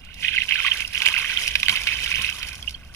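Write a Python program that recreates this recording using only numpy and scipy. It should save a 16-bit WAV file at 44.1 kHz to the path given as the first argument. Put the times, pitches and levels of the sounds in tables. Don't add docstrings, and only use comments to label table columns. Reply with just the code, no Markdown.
import sys
import numpy as np
from scipy import signal
from scipy.fft import rfft, irfft, next_fast_len
from scipy.io import wavfile
from scipy.ndimage import map_coordinates

SR = 44100
rng = np.random.default_rng(int(sys.argv[2]) if len(sys.argv) > 2 else 0)


def digitize_waveform(pressure):
    field = np.atleast_2d(pressure).T
    bounded = np.clip(field, -1, 1)
    quanta = np.round(bounded * 32767).astype(np.int16)
    wavfile.write(sys.argv[1], SR, quanta)


N = 130095


def amp(db):
    return 10 ** (np.asarray(db) / 20)


def unit(x):
    return x / np.sqrt(np.mean(x ** 2) + 1e-20)


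def curve(rows):
    seconds, values = np.transpose(rows)
    return np.interp(np.arange(N) / SR, seconds, values)


def wobble(rate):
    knots = rng.standard_normal(int(N * rate / SR) + 4)
    return map_coordinates(knots, [np.arange(N) * rate / SR])


def coloured(x, points, delay=0):
    size = 2 * next_fast_len(N // 2 + SR // 10)
    hz = np.fft.rfftfreq(size, 1 / SR)
    point_hz, point_db = np.transpose(points)
    gain_db = np.interp(np.log(hz + 1), np.log(point_hz), point_db)
    cepstrum = irfft(np.log(amp(gain_db)))
    cepstrum[1:size // 2] *= 2
    cepstrum[size // 2 + 1:] = 0
    response = np.exp(rfft(cepstrum) - 2j * np.pi * hz * delay)
    return irfft(rfft(x, size) * response, size)[..., :N]


def noise(points, side_db):
    mid, side = coloured(rng.standard_normal((2, N)), points)
    side = amp(side_db) * side
    return unit(np.array([mid + side, mid - side]))


LAG_SCATTER_S = 0.00004
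RISE = 0.024


def ring(start, gain, hz, swell, size):
    half_lag = LAG_SCATTER_S * rng.standard_normal(len(start)) / 2
    samples = np.arange(size)
    index = (start * SR).astype(int)[:, None] + samples
    ports = []
    for shift in (half_lag, -half_lag):
        t = np.maximum(samples / SR + shift[:, None], 0)
        u = np.minimum(t / swell[:, None], 10)
        envelope = gain[:, None] * u * np.exp((1 - u * u) / 2)
        wave = envelope * np.sin(2 * np.pi * hz[:, None] * t * (1 + RISE * u / 2))
        ports.append(np.bincount(index.ravel(), wave.ravel(), N)[:N])
    return np.array(ports)


def swarm(points, count, centre_hz, spread, cycles, scatter_db, size):
    when, pitch, strength, life = rng.random((count, 4)).T
    hz = np.clip(centre_hz * np.exp(spread * (2 * pitch - 1)), 100, SR / 2)
    gain = amp(scatter_db * strength ** 2) * np.sqrt(hz)
    swell = cycles * (.5 + life) / hz
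    bubbles = ring(when * N / SR, gain, hz, swell, size)
    return unit(coloured(bubbles, points))


def burst(rows, attack):
    out, t = np.zeros(N + SR), np.arange(SR // 3) / SR
    for start, db, decay in rows:
        rise = 1 - np.exp(-t / attack)
        fall = np.exp(-np.minimum(t / decay, 20))
        out[int(start * SR):][:len(t)] += amp(db) * rise * fall
    return out[:N]


# time in seconds, level in dB before the flutter and layer mix.
STREAM_LEVEL = [(0, -59), (.13, -52), (.205, -48), (.24, -32.5), (.34, -32), (.43, -33), (.468, -49.5),
                (.495, -30), (.62, -32.5), (.67, -27.5), (.76, -36.5), (.82, -35), (.87, -50.5),
                (.915, -42), (.95, -37), (1.03, -34.5), (1.07, -32.5), (1.11, -32), (1.24, -33),
                (1.49, -32.5), (1.6, -41.5), (1.72, -34.5), (1.78, -33), (1.85, -43.5), (1.89, -25),
                (1.96, -35), (2.1, -33.5), (2.17, -32), (2.29, -32.5), (2.34, -45), (2.49, -41.5),
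                (2.58, -54), (2.9, -60.5)]
# frequency in Hz, relative level in dB.
STREAM_SPECTRUM = [(200, -26), (900, -30.5), (1300, -10.5), (1650, -5), (2150, -2), (2600, 1.5),
                   (3200, -0.5), (4500, -7), (7000, -20.5), (15000, -49)]


def stream():
    bubbles = swarm(STREAM_SPECTRUM, count=2900, centre_hz=2587, spread=0.595, cycles=2.65,
                    scatter_db=13, size=320)
    wash = noise(STREAM_SPECTRUM, side_db=-1)
    level = amp(curve(STREAM_LEVEL) + 1.5 * wobble(80))
    return level * (amp(-2.5) * bubbles + amp(-7.5) * wash)


# time in seconds, level in dB before the flutter and layer mix.
SPRAY_LEVEL = [(0, -66), (.11, -73), (.22, -51), (.46, -51.5), (.5, -48), (.8, -45), (.85, -51), (.91, -52),
               (.98, -41.5), (1.16, -44), (1.21, -44), (1.37, -44), (1.41, -37), (1.48, -39), (1.52, -49),
               (1.62, -47), (1.7, -43), (1.8, -45.5), (1.93, -45.5), (2.05, -41.5), (2.42, -49),
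               (2.58, -54), (2.7, -54), (2.78, -65.5), (2.92, -65.5)]
# frequency in Hz, relative level in dB.
SPRAY_SPECTRUM = [(800, -7), (2500, -20), (4800, -3.5), (6000, -2.5), (7800, -11.5), (10000, -8.5),
                  (12500, -16), (15000, -37)]


def spray():
    crackle = swarm(SPRAY_SPECTRUM, count=3600, centre_hz=7250, spread=0.768, cycles=2.74,
                    scatter_db=9.5, size=130)
    hiss = noise(SPRAY_SPECTRUM, side_db=-1)
    level = amp(curve(SPRAY_LEVEL) + 2.8 * wobble(70))
    return level * (amp(3) * crackle + amp(.5) * hiss)


# time in seconds, level in dB before the layer mix.
GURGLE_LEVEL = [(0, -66), (.46, -60.5), (.56, -47.5), (.66, -45), (.76, -47), (.9, -61), (1.03, -41.5),
                (1.24, -45), (1.4, -50.5), (1.62, -57.5), (1.72, -41.5), (1.79, -47.5), (2.0, -51.5),
                (2.07, -47), (2.14, -48), (2.45, -52), (2.7, -60), (2.92, -62)]
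# frequency in Hz, relative level in dB.
GURGLE_SPECTRUM = [(120, -4), (250, -25), (400, -15.5), (750, -2.5), (900, -4), (1130, 3), (1550, 7),
                   (1900, -5), (2600, -15.5)]


def gurgle():
    glugs = swarm(GURGLE_SPECTRUM, count=650, centre_hz=1311, spread=0.469, cycles=4.6,
                  scatter_db=16, size=1000)
    slosh = noise(GURGLE_SPECTRUM, side_db=-59)
    return amp(curve(GURGLE_LEVEL)) * (amp(1) * glugs + amp(-0.5) * slosh)


# start in seconds, envelope peak in dB, starting pitch in Hz, swell time in seconds.
SINGLE_BUBBLES = [(.243, -29.5, 1830, 0.007), (0.2827, -24, 2560, .001), (.329, -32, 1660, 0.0035),
                  (0.342, -28, 1508, 0.0055), (0.3682, -20, 2630, 0.0019), (.3785, -17, 2360, .001),
                  (.3828, -15.5, 2020, 0.0017), (0.4187, -17.5, 2640, 0.0014), (0.4894, -22, 2740, 0.0016),
                  (.509, -15.5, 2080, 0.00064), (0.521, -14.5, 2320, 0.001), (0.523, -16, 2720, .0009),
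                  (0.5575, -19.5, 2580, .0009), (0.5407, -23, 2550, 0.0016), (.555, -20.5, 1640, 0.0026),
                  (.578, -36, 1460, 0.0073), (0.682, -35.5, 1085, .005), (0.754, -29.5, 1570, 0.0025),
                  (1.047, -31, 1550, 0.0018), (1.15, -22.5, 1450, 0.002), (1.244, -20.5, 1720, 0.0017),
                  (1.633, -29.5, 1125, .002), (1.298, -29.5, 1530, 0.0035), (1.327, -29, 1470, .003),
                  (0.592, -28, 1320, 0.0062), (.6019, -17.5, 2220, 0.00072), (0.647, -22, 1132, 0.0039),
                  (0.6548, -22, 2630, .001), (0.662, -25, 2500, .001), (0.68, -21, 2600, 0.0016),
                  (.713, -21, 2950, 0.0013), (0.7173, -14, 2880, .0013), (0.731, -27, 2600, 0.0014),
                  (.806, -18.5, 2200, 0.0004), (0.82, -26, 2550, 0.0018), (.848, -26, 2710, 0.0024),
                  (.877, -25, 5000, 0.0011), (.947, -24.5, 2720, 0.0025), (.9553, -18, 2560, 0.00063),
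                  (0.9772, -18, 3040, 0.0006), (1.0035, -22, 2850, 0.001), (1.0634, -7.5, 2350, 0.00072),
                  (1.068, -22, 2900, 0.0015), (1.075, -13.5, 2800, 0.00096), (1.1396, -18.5, 2600, .0014),
                  (1.1645, -18.5, 2100, 0.001), (1.2585, -22, 2000, 0.00065), (1.23, -28, 1210, 0.0016),
                  (1.285, -36, 2770, 0.00091), (1.3079, -34, 2670, .0009), (1.3731, -13, 3180, 0.00075),
                  (1.4776, -17, 2610, 0.00084), (1.599, -24.5, 2620, 0.0009),
                  (1.6305, -13.5, 2500, 0.00095), (1.6612, -22, 2940, 0.0014), (1.725, -31, 1010, 0.0064),
                  (1.7558, -18.5, 2500, 0.00086), (1.7726, -17.5, 2360, 0.0005), (1.871, -28, 2840, 0.0008),
                  (1.886, -34.5, 2130, 0.0017), (1.8958, -35, 2460, 0.00069), (1.9223, -26, 2650, .001),
                  (2.1158, -23, 2150, .001), (2.14, -20.5, 2240, 0.00094), (2.1464, -21, 2670, 0.0013),
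                  (2.2456, -19, 2510, .001), (2.2877, -25, 2590, 0.0031), (2.378, -47.5, 983, 0.011),
                  (2.430, -38, 2920, 0.00089), (2.6255, -33, 3240, 0.0027), (2.676, -24.5, 2765, 0.0027),
                  (2.681, -25, 2840, 0.0011), (2.685, -34, 2840, 0.002), (2.7406, -34, 4290, 0.0033),
                  (2.7438, -35.5, 3120, 0.0038)]


def plops():
    start, db, hz, swell = np.transpose(SINGLE_BUBBLES)
    return ring(start, amp(db), hz, swell, size=2000)


# start in seconds, strength in dB before the attack and mix, decay time in seconds.
SLAP_HITS = [(1.0192, -19.5, 0.0029), (1.0582, -13, 0.0029), (1.0858, -12.5, 0.0014),
             (1.5538, -16.5, 0.0038), (1.6298, -19.5, 0.0036), (1.6834, -10, 0.0014), (1.6936, -16, 0.0044),
             (1.76, -23.5, 0.0055), (1.8695, -21, 0.005), (2.038, -37, 0.0013), (2.0602, -21, 0.0024),
             (2.4285, -25.5, 0.0043)]
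# frequency in Hz, relative level in dB.
SLAP_SPECTRUM = [(100, -17), (400, -19), (800, -8.5), (1100, -9.5), (1500, 2), (2300, 6.5), (4500, 4),
                 (8000, -14.5), (10500, -14.5), (15000, -20)]


def slaps():
    return amp(3) * burst(SLAP_HITS, attack=0.0006) * noise(SLAP_SPECTRUM, side_db=-19.5)


SMACK_DELAY_S, SMACK_DB = 0.00036, 0.5


def smacks():
    start, db, _ = np.transpose(SLAP_HITS)
    index = ((start + SMACK_DELAY_S) * SR).astype(int)
    pulses = coloured(np.bincount(index, amp(db), N)[:N], SLAP_SPECTRUM)
    return amp(db.max() + SMACK_DB) * pulses / np.abs(pulses).max()


# start in seconds, strength in dB before the attack.
DROP_TICKS = [(0.048, -41), (0.1415, -35.5), (.194, -49), (0.4357, -30.5), (0.49, -29), (.735, -30),
              (0.7712, -24.5), (0.8041, -24), (0.875, -28), (0.932, -28), (1.127, -25), (1.341, -31),
              (1.3896, -28), (1.478, -22), (1.5999, -25), (1.655, -28), (1.816, -27), (1.835, -26),
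              (2.219, -20), (2.2983, -25.5), (2.3644, -34), (2.398, -40), (2.486, -27.5), (2.5295, -29.5),
              (2.5528, -30.5), (2.625, -33.5), (2.6932, -29), (2.7072, -31), (2.8485, -48.5), (2.939, -40),
              (2.946, -33.5)]
# frequency in Hz, relative level in dB.
TICK_SPECTRUM = [(700, -21), (1500, -5), (3000, -2), (5200, 8), (8000, -4), (10500, -2), (15000, -18)]
TICK_ATTACK_S, TICK_DECAY_S = 0.00078, 0.0035


def ticks():
    hits = [(start, db, TICK_DECAY_S) for start, db in DROP_TICKS]
    return burst(hits, TICK_ATTACK_S) * noise(TICK_SPECTRUM, side_db=-3)


# start in seconds, strength in dB before the attack, decay time in seconds.
FLOOR_THUDS = [(1.058, -40, 0.02), (1.554, -47, 0.0053), (1.63, -54, 0.0078), (1.695, -37.5, 0.037),
               (2.182, -32, 0.019)]
# frequency in Hz, relative level in dB.
THUD_SPECTRUM = [(50, -11.5), (110, -2), (200, 3.5), (320, -12.5), (700, -15), (1100, -12), (2000, -24)]


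def thuds():
    return burst(FLOOR_THUDS, attack=0.0033) * noise(THUD_SPECTRUM, side_db=-30)


# frequency in Hz, gain in dB before GROUND_GAIN.
GROUND_COLOUR = [(2500, 4), (9000, -5)]
GROUND_DELAY_S, GROUND_GAIN = 0.001908, 0.14


def ground_echo(x):
    return GROUND_GAIN * coloured(x, GROUND_COLOUR, GROUND_DELAY_S)


def scatter(x, t60, wet_db):
    t = np.arange(SR // 5) / SR
    tail = rng.standard_normal((2, len(t))) * amp(-60 * t / t60)
    tail /= np.linalg.norm(tail[0])
    return amp(wet_db) * signal.fftconvolve(x, tail, axes=1)[:, :N]


# time in seconds, level in dB before the slow wobble.
BREEZE_LEVEL = [(0, -44.5), (1.0, -44.5), (1.6, -42.5), (2.2, -41.5), (2.6, -42.5), (2.95, -45)]
# frequency in Hz, relative level in dB.
BREEZE_SPECTRUM = [(20, -0.5), (40, -1), (65, 3), (90, -6), (160, -10), (250, -16), (380, -27), (700, -23),
                   (1500, -39.5), (2800, -50), (5000, -39.5), (15000, -48)]


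def breeze():
    level = amp(curve(BREEZE_LEVEL) + 1.1 * wobble(8.55))
    return level * noise(BREEZE_SPECTRUM, side_db=-10)


# time in seconds, level in dB.
TONE_LEVEL = [(0, -65), (.25, -51), (.7, -77), (2.95, -75)]
# frequency in Hz, relative level in dB.
TONE_SPECTRUM = [(1500, -77), (2500, -34), (2780, 14), (2880, 5.5), (3150, -45), (5000, -51)]


def thin_tone():
    return amp(curve(TONE_LEVEL)) * noise(TONE_SPECTRUM, side_db=-38)


def scene():
    water = stream() + spray() + gurgle() + plops()
    water = water + slaps() + smacks() + ticks() + thuds()
    reflections = ground_echo(water) + scatter(water, t60=.07, wet_db=-14)
    return water + reflections + breeze() + thin_tone()


# frequency in Hz, gain in dB.
RIGHT_PORT = [(1000, 0), (1500, 2), (1800, 3.5), (2200, 12), (2600, 12), (2950, 13.5), (3300, 10.5),
              (3800, 7), (4300, 0.5), (5500, 1), (6400, -9.5), (7500, -7), (9500, 2.5), (12000, 2.5),
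              (14500, 9)]
RIGHT_LAG_S = 0.00012
TOP_HZ = 15500


def record(dry):
    right = coloured(dry[1], RIGHT_PORT, RIGHT_LAG_S)
    pair = np.clip([dry[0], right], -1, 1)
    in_band = np.fft.rfftfreq(N, 1 / SR) < TOP_HZ
    return irfft(rfft(pair) * in_band, N)


dry = scene()
out = record(dry)
digitize_waveform(out)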